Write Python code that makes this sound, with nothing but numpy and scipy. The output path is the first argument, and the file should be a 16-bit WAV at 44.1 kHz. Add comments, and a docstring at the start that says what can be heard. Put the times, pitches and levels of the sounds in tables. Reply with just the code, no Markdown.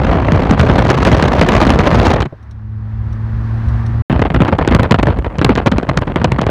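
"""A car on a mountain road, a microphone at its open side window. First the slipstream tears at it:
rushing, fizzing turbulence, with eddies that slap and overload it. At 2.2 s it is drawn inside: a dull
knock, then engine boom, body rumble and tyre roar swell while the revs creep up and the trim ticks.
At 4 s the sound breaks off briefly. Back at the window's edge the air is thin and fitful, and single
eddies slap the microphone and overload it again."""
import sys
import numpy as np
from scipy import signal
from scipy.fft import rfft, irfft, next_fast_len
from scipy.io import wavfile
from scipy.ndimage import map_coordinates

SR = 44100
rng = np.random.default_rng(int(sys.argv[2]) if len(sys.argv) > 2 else 0)


def digitize_waveform(pressure):
    """Quantize a signal to 16-bit integers and store it at the path in sys.argv[1].

    Rows of a 2-D input are taken as channels; values are limited to [-1, 1].
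    """
    field = np.atleast_2d(pressure).T
    bounded = np.clip(field, -1, 1)
    quanta = np.round(bounded * 32767).astype(np.int16)
    wavfile.write(sys.argv[1], SR, quanta)


N = 286650
TIME = np.arange(N) / SR
INSIDE_S, BREAK_S, RESUME_S = 2.235, 4.02, 4.098


def amp(db):
    """Decibels to gain."""
    return 10 ** (np.asarray(db) / 20)

def unit(x):
    """Scale to rms 1."""
    return x / np.sqrt(np.mean(x ** 2) + 1e-20)

def curves(rows):
    """One automation curve for each column after the time."""
    times, *columns = np.transpose(rows)
    return [np.interp(TIME, times, column) for column in columns]

def fade(start_s, length_s):
    """A ramp from 0 to 1."""
    return np.clip((TIME - start_s) / length_s, 0, 1)

def wobble(rate):
    """A smooth random modulator, rate knots a second."""
    knots = rng.standard_normal(int(N * rate / SR) + 4)
    return map_coordinates(knots, [np.arange(N) * rate / SR])

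def eq_gain(hz, spectrum):
    """Gain at hz of an EQ curve drawn through (frequency [Hz], level [dB]) points."""
    points_hz, db = np.transpose(spectrum)
    return amp(np.interp(np.log(hz + 1), np.log(points_hz), db))

def filtered(x, response):
    """Zero-phase EQ; response gives the gain at each frequency."""
    size = next_fast_len(N + SR // 2)
    return irfft(rfft(x, size) * response(np.fft.rfftfreq(size, 1 / SR)), size)[:N]

def noise(spectrum):
    """Coloured noise of rms 1."""
    return unit(filtered(rng.standard_normal(N), lambda hz: eq_gain(hz, spectrum)))

def ringing(x, spectrum):
    """Minimum-phase EQ that keeps the power of white noise: attacks stay sharp, the bass rings on."""
    size = 4096
    log_gain = np.log(eq_gain(np.fft.rfftfreq(size, 1 / SR), spectrum))
    cepstrum = irfft(log_gain) * (1 + np.sign(size / 2 - np.arange(size)))
    response = irfft(np.exp(rfft(cepstrum)))
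    return signal.fftconvolve(x, response / np.linalg.norm(response))[:N]

def puffs(swirl, depth_db):
    """White noise that surges with the swirl; the strongest swirls level off."""
    return unit(amp(depth_db * 2 * np.tanh(swirl / 2))) * rng.standard_normal(N)

def turbulence(swirl, spectrum, depth_db):
    """Coloured puffs of air, rms about 1."""
    return ringing(puffs(swirl, depth_db), spectrum)


# Bright click of plastic trim: (frequency [Hz], level [dB])
TRIM_EQ = [(1500, -17), (4000, -1), (4900, -16.5), (5700, 2), (7000, -21), (8800, -11), (11000, -24),
           (15000, -26)]
# Hollow, dull knock: (frequency [Hz], level [dB])
KNOCK_EQ = [(60, -15), (130, 9), (300, -8), (600, 2.5), (1000, -28), (2500, -45), (8000, -62)]
# Cues for the trim ticks: (time [s], relative level [dB])
TRIM_TICKS = [(2.4277, -49), (2.51, -41), (3.1264, -40), (3.685, -36), (3.8627, -33)]

def ticks_and_knock():
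    """Light, dry ticks of plastic trim, and one knock as the microphone comes inside."""
    def tap(start, decay_s):
        return fade(start, .001) * np.exp(-np.abs(TIME - start) / decay_s)
    ticks = sum(amp(db - 5.5) * tap(start, decay_s=.007) for start, db in TRIM_TICKS)
    knock = amp(-19.5) * tap(2.325, decay_s=.0084)
    return ticks * noise(TRIM_EQ) + knock * noise(KNOCK_EQ)

# Low rumble of the car body: (frequency [Hz], level [dB])
RUMBLE_EQ = [(15, -24.5), (30, -22), (50, -5.5), (68, 1.5), (90, -8.5), (140, -17), (200, -25.5),
             (320, -34), (600, -43), (1500, -87)]
# Tyre roar through the glass: (frequency [Hz], level [dB])
TYRE_EQ = [(100, -1), (280, 4), (480, -5), (750, -2.5), (1150, -1), (1400, -5), (1750, -5), (2200, -14),
           (3000, -21.5), (4200, -25), (5800, -31.5), (7500, -39.5), (10500, -44), (15500, -37.5)]
# Faders of the cabin swell, in relative levels: (time [s], engine [dB], rumble [dB], tyres [dB])
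CABIN_SWELL = [(2.37, -44, -43.5, -50), (2.65, -27.5, -35, -52), (3.1, -22.5, -24.5, -44.5),
               (3.68, -18.5, -23.5, -36), (4.0, -19, -20.5, -38)]

def road():
    """The uneven road makes the body heave and rumble while the tyres roar through the glass."""
    _, rumble_db, tyre_db = curves(CABIN_SWELL)
    heave_db = 2 * np.cos(2 * np.pi * (TIME - 3.37) / .293)  # a crest every 0.293 s
    rumble = amp(rumble_db + 4 + heave_db) * noise(RUMBLE_EQ)
    tyres = amp(tyre_db + 4.5 + .66 * wobble(12)) * noise(TYRE_EQ)
    return rumble + tyres

# Partials of the engine boom: (multiple of the firing rate [x], relative level [dB])
ENGINE_PARTIALS = [(1, 2.5), (2, -11), (3, -29)]

def engine():
    """The firing rate and its overtones boom in the cabin, wavering and creeping up in pitch."""
    boom_db, _, _ = curves(CABIN_SWELL)
    firing_hz = 104.5 + 5.5 * (TIME - INSIDE_S)
    phase = 2 * np.pi * np.cumsum(firing_hz * (1 + .0027 * wobble(18))) / SR
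    boom = sum(amp(db + wobble(22)) * np.sin(k * phase) for k, db in ENGINE_PARTIALS)
    return np.sqrt(2) * amp(boom_db) * boom

USUAL_FLOW_DB, BUFFET_SLOPE = -14.5, .34  # reference wind strength; dB of buffeting per dB of flow
# Low-mid rush, the body of all the wind: (frequency [Hz], level [dB])
RUSH_EQ = [(40, -39), (130, -12), (240, -0.5), (390, -3), (570, -1.5), (1000, -7), (2000, -18),
           (3200, -28.5), (5000, -62), (8000, -70), (15000, -85)]
# Coarse midrange grit of torn air: (frequency [Hz], level [dB])
GRIT_EQ = [(400, -19.5), (1000, -0.5), (2000, -0.5), (3200, -5.5), (4300, -9.5), (6000, -27.5),
           (9000, -38.5), (15000, -59.5)]
# Bass buffeting on the microphone: (frequency [Hz], level [dB])
BUFFET_EQ = [(15, -32), (30, -36.5), (48, -1), (65, -0.5), (100, -3), (160, -7.5), (250, -15), (500, -24),
             (1500, -81)]
# Steady bed of air hiss: (frequency [Hz], level [dB])
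HISS_EQ = [(300, -2), (1200, 5), (3000, -25.5), (6500, -28), (9000, -30), (15500, -39)]
# The weaker flow at the window's edge: (time [s], relative level [dB])
EDGE_FLOW = [(4.1, -18.5), (4.29, -30), (4.45, -12), (4.56, -25), (4.7, -14), (4.83, -15.5), (4.9, -23.5),
             (5.08, -19), (5.19, -30.5), (5.3, -24), (5.45, -20), (5.85, -25.5), (6.15, -24), (6.35, -26),
             (6.5, -17.5)]

def window_edge():
    """Thin, fitful turbulence over a faint hiss; the buffeting flaps with the larger swirls."""
    flow_db = curves(EDGE_FLOW)[0] + lulls()
    flap = wobble(45)
    swirl = unit(.5 * flap + .44 * wobble(130) + .85 * wobble(400))
    rush = amp(flow_db + 2) * turbulence(swirl, RUSH_EQ, depth_db=9.5)
    grit = amp(flow_db - 15.5) * turbulence(swirl, GRIT_EQ, depth_db=14)
    buffet_db = -13.5 + BUFFET_SLOPE * (flow_db - USUAL_FLOW_DB)
    buffet = amp(buffet_db) * turbulence(flap, BUFFET_EQ, depth_db=6)
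    hiss = amp(-43) * noise(HISS_EQ)
    return (rush + grit + buffet + hiss) * fade(RESUME_S, .0016)

def lulls(dip_db=-9.5, length_s=.023):
    """Ducking in dB as the air stalls just before each strong eddy breaks."""
    starts = np.append(np.sort(np.transpose(EDDY_HITS)[0]), np.inf)
    wait = starts[np.searchsorted(starts, TIME)] - TIME
    return dip_db * np.exp(-(wait / length_s) ** 2)

# Fizzing top end of fast air: (frequency [Hz], level [dB])
FIZZ_EQ = [(1000, -24.5), (2500, 2.5), (4200, 0), (6300, -2.5), (8000, -14), (9500, -14), (10500, -19),
           (15500, -20.5)]
# Sharp crack of the overloaded microphone: (frequency [Hz], level [dB])
CRACK_EQ = [(400, -1.5), (1500, 3), (4000, 8), (6300, 0.5), (9000, -10), (10500, -19.5), (15500, -32)]
# The full slipstream, falling as the microphone is drawn in: (time [s], relative level [dB])
SLIPSTREAM_FLOW = [(0, -15), (.2, -17), (.5, -14.5), (1.0, -13.5), (1.3, -13.5), (1.7, -13), (1.9, -13.5),
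                   (2.1, -12), (2.17, -17), (2.26, -27.5)]

def slipstream(snaps_per_s=19):
    """Dense turbulence of several sizes, with sharp snaps; the stronger the flow, the brighter."""
    flow_db, = curves(SLIPSTREAM_FLOW)
    excess_db = flow_db - USUAL_FLOW_DB
    fizz_db = -40 + 3.7 * excess_db
    grit_db = .29 * flow_db + .71 * fizz_db + 2.565
    swirl = unit(.11 * wobble(59.76) + .8 * wobble(190) + .5 * wobble(600))
    tearing = unit(swirl + .68 * wobble(1400))
    rush = amp(flow_db) * turbulence(swirl, RUSH_EQ, depth_db=5.5)
    grit = amp(grit_db) * turbulence(tearing, GRIT_EQ, depth_db=9)
    fizz = amp(fizz_db) * turbulence(tearing, FIZZ_EQ, depth_db=12)
    snaps = (rng.random(N) < snaps_per_s / SR) * amp(fizz_db + 24 + 5 * tearing)
    shelter_db = -9 * fade(2.06, .1)  # the window frame takes the buffeting away first
    buffet_db = -11.5 + BUFFET_SLOPE * excess_db + shelter_db
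    buffet = amp(buffet_db) * turbulence(swirl, BUFFET_EQ, depth_db=2)
    return (rush + grit + fizz + ringing(snaps, CRACK_EQ) + buffet) * (1 - fade(INSIDE_S, .043) ** 2)

# Fat body of an eddy's slap: (frequency [Hz], level [dB])
SLAP_EQ = [(60, -21), (170, 0), (260, 3), (400, -1), (600, -3), (1100, -7.5), (2000, -15), (3200, -23.5),
           (5000, -43), (8000, -65.5), (15000, -74)]
# Strong eddies hitting the microphone, in relative levels:
# (time [s], body [dB], treble [dB], bass [dB], life [s])
EDDY_HITS = [(0.283, 3, -33.5, -14.5, 0.0062), (0.319, -2.5, -25.5, -6, 0.011),
             (0.509, 2.5, -23, -3.5, 0.0086), (0.594, -2.5, -22.5, -4.5, 0.011),
             (0.611, -2, -28, -6.5, 0.0042), (0.696, 5, -36, -4, 0.01), (0.785, 1, -23, -13, 0.011),
             (0.901, 4.5, -21, -11, 0.011), (1.049, -3, -21.5, -13, 0.012), (1.115, 0.5, -25, -10, 0.02),
             (1.224, -4, -20, -13, 0.0064), (1.411, 5.5, -22, -9, 0.012), (1.486, 3.5, -20, -15, 0.0098),
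             (1.613, 3, -23, -17, 0.016), (1.666, -3, -25, -7, 0.012), (1.702, 4.5, -20, -8, 0.015),
             (1.788, 0, -25.5, -5, 0.016), (2.066, -7, -24, -15, 0.0079), (2.136, -1, -28, -13.5, 0.0098),
             (2.203, -4, -27.5, -8.5, 0.012), (2.22, -3, -29.5, -29, 0.013),
             (2.253, -10.5, -38, -17, 0.0093), (4.098, -0.5, -38, -10, 0.009),
             (4.112, -3.5, -45, -13.5, 0.0074), (4.125, -1.5, -43.5, -13, 0.007),
             (4.193, -0.5, -41, -9.5, 0.013), (4.216, 2.5, -33.5, -13, 0.011),
             (4.251, -2.5, -50, -21, 0.017), (4.302, 0.5, -41, -13.5, 0.006), (4.343, 2, -36, -16, 0.012),
             (4.403, 2, -35, -7, 0.011), (4.417, 2.5, -27.5, -14, 0.0072), (4.448, 1, -34.5, -12, 0.0057),
             (4.48, -1, -36, -14.5, 0.013), (4.524, -5.5, -43.5, -17.5, 0.0086),
             (4.584, -0.5, -34, -12.5, 0.013), (4.675, 3.5, -24, -9, 0.01), (4.71, -4, -36.5, -8, 0.011),
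             (4.748, -2, -16, -7.5, 0.0057), (4.795, 2.5, -29, -7, 0.0085), (4.832, -5, -33, -9, 0.025),
             (4.909, 6.5, -20.5, -4.5, 0.013), (4.943, 6, -25.5, -14, 0.0094),
             (4.987, -2.5, -32, -18, 0.011), (5.028, 2, -24, -9, 0.0091), (5.068, 3, -30, -14, 0.0041),
             (5.188, -5, -57, -23.5, 0.0048), (5.245, -5.5, -60, -20, 0.011),
             (5.383, -7.5, -32.5, -8.5, 0.014), (5.414, 1, -29, -13, 0.011), (5.445, 7, -16, -6, 0.0086),
             (5.491, 2, -31, -4, 0.014), (5.552, -8.5, -28.5, -14, 0.013), (5.574, -0.5, -31.5, -17, 0.015),
             (5.66, 4, -23.5, -8.5, 0.017), (5.715, -0.5, -29, -11, 0.017), (5.781, -1, -28.5, -25, 0.012),
             (5.828, -4.5, -39, -23, 0.0097), (5.89, 2, -29, -10, 0.012), (5.972, 4.5, -22, -10.5, 0.01),
             (6.017, -7, -56, -12, 0.013), (6.07, -5, -44, -15.5, 0.014), (6.158, 0.5, -31, -10.5, 0.014),
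             (6.215, -3, -38, -9, 0.0079), (6.242, 5.5, -24.5, -7, 0.011), (6.318, 0.5, -27.5, -7.5, 0.011),
             (6.385, 1.5, -36, -15.5, 0.0083), (6.413, -1, -27.5, -13.5, 0.0086),
             (6.464, -1.5, -34, -9.5, 0.013)]

def eddies(thump_hz=86.9):
    """Ragged slaps, each with a crackling front and a thump; sharp ones make the microphone crack."""
    t = np.arange(SR // 12) / SR
    body, grit, fronts, cracks, thumps = np.zeros((5, N + SR))
    swirl = wobble(650)
    rough = np.pad(puffs(swirl, depth_db=6.5), (0, SR))
    spiky = np.pad(puffs(swirl, depth_db=16.5), (0, SR))
    for start, body_db, treble_db, bass_db, life in np.vstack([EDDY_HITS, trailing_eddies()]):
        detune, phase = rng.standard_normal(2)
        span = slice(round(start * SR), round(start * SR) + len(t))
        burst = (1 - np.exp(-t / .00046)) * np.exp(-(t / life) ** 3)
        hold = np.sqrt(life / t[-1])  # short and long bursts play at the same level
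        body[span] += hold * amp(-11 + 1.07 * body_db) * unit(burst * rough[span])
        grit[span] += hold * amp(treble_db + 5) * unit(burst * spiky[span])
        sharpness_db = treble_db + 23.5
        fronts[span] += hold * amp(-28.5 + 1.3 * sharpness_db) * unit(burst ** 3 * spiky[span])
        jolt = rough[span] * np.exp(-np.abs(t - .002) / .0001)
        cracks[span] += amp(1.5 + 1.23 * sharpness_db) * jolt / np.linalg.norm(jolt)
        # A low thump rings on in the microphone after each blast, dropping in pitch.
        cycles = thump_hz * np.exp(.3 * detune) * (t + .01335 * (1 - np.exp(-t / .0077)))
        envelope = (1 - np.exp(-t / .0032)) * np.exp(-t / .013)
        thumps[span] += amp(8.5 + bass_db) * envelope * np.sin(2 * np.pi * (cycles + phase))
    crackle = ringing(grit, GRIT_EQ) + ringing(fronts, FIZZ_EQ) + ringing(cracks, CRACK_EQ)
    return ringing(body, SLAP_EQ) + crackle + thumps[:N]

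def trailing_eddies():
    """Each strong eddy sheds a short, weaker, duller one soon after; rows as in EDDY_HITS."""
    start, body_db, treble_db, bass_db, _ = np.transpose(EDDY_HITS)
    lag, size, stretch = rng.standard_normal((len(EDDY_HITS), 3)).T
    delay_s = .017 * np.exp(.2 * lag)
    loss_db, dulling_db = 9.5 - .5 * size, 23 - 3 * size
    life_s = np.maximum(.0049 * np.exp(.23 * stretch), .002)
    return np.column_stack([start + delay_s, body_db - loss_db, treble_db - dulling_db,
                            bass_db - loss_db, life_s])

def scene():
    """Wind at the window, the cabin, a short silence, then wind again."""
    cabin = engine() + road() + ticks_and_knock()
    cabin_gate = fade(INSIDE_S, .02) * (1 - fade(BREAK_S, .0015))
    return (cabin * cabin_gate + slipstream() + window_edge() + eddies())[None]

def record(dry):
    """The microphone soft-clips the strongest blows, rolls off the treble and cuts the very top."""
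    ceiling, rolloff_hz, top_hz = .99, 10000, 15900
    clipped = dry[0] / (1 + np.abs(dry[0] / ceiling) ** 5) ** (1 / 5)
    return filtered(clipped, lambda hz: (hz < top_hz) / np.sqrt(1 + (hz / rolloff_hz) ** 4))[None]


dry = scene()
out = record(dry)
digitize_waveform(out)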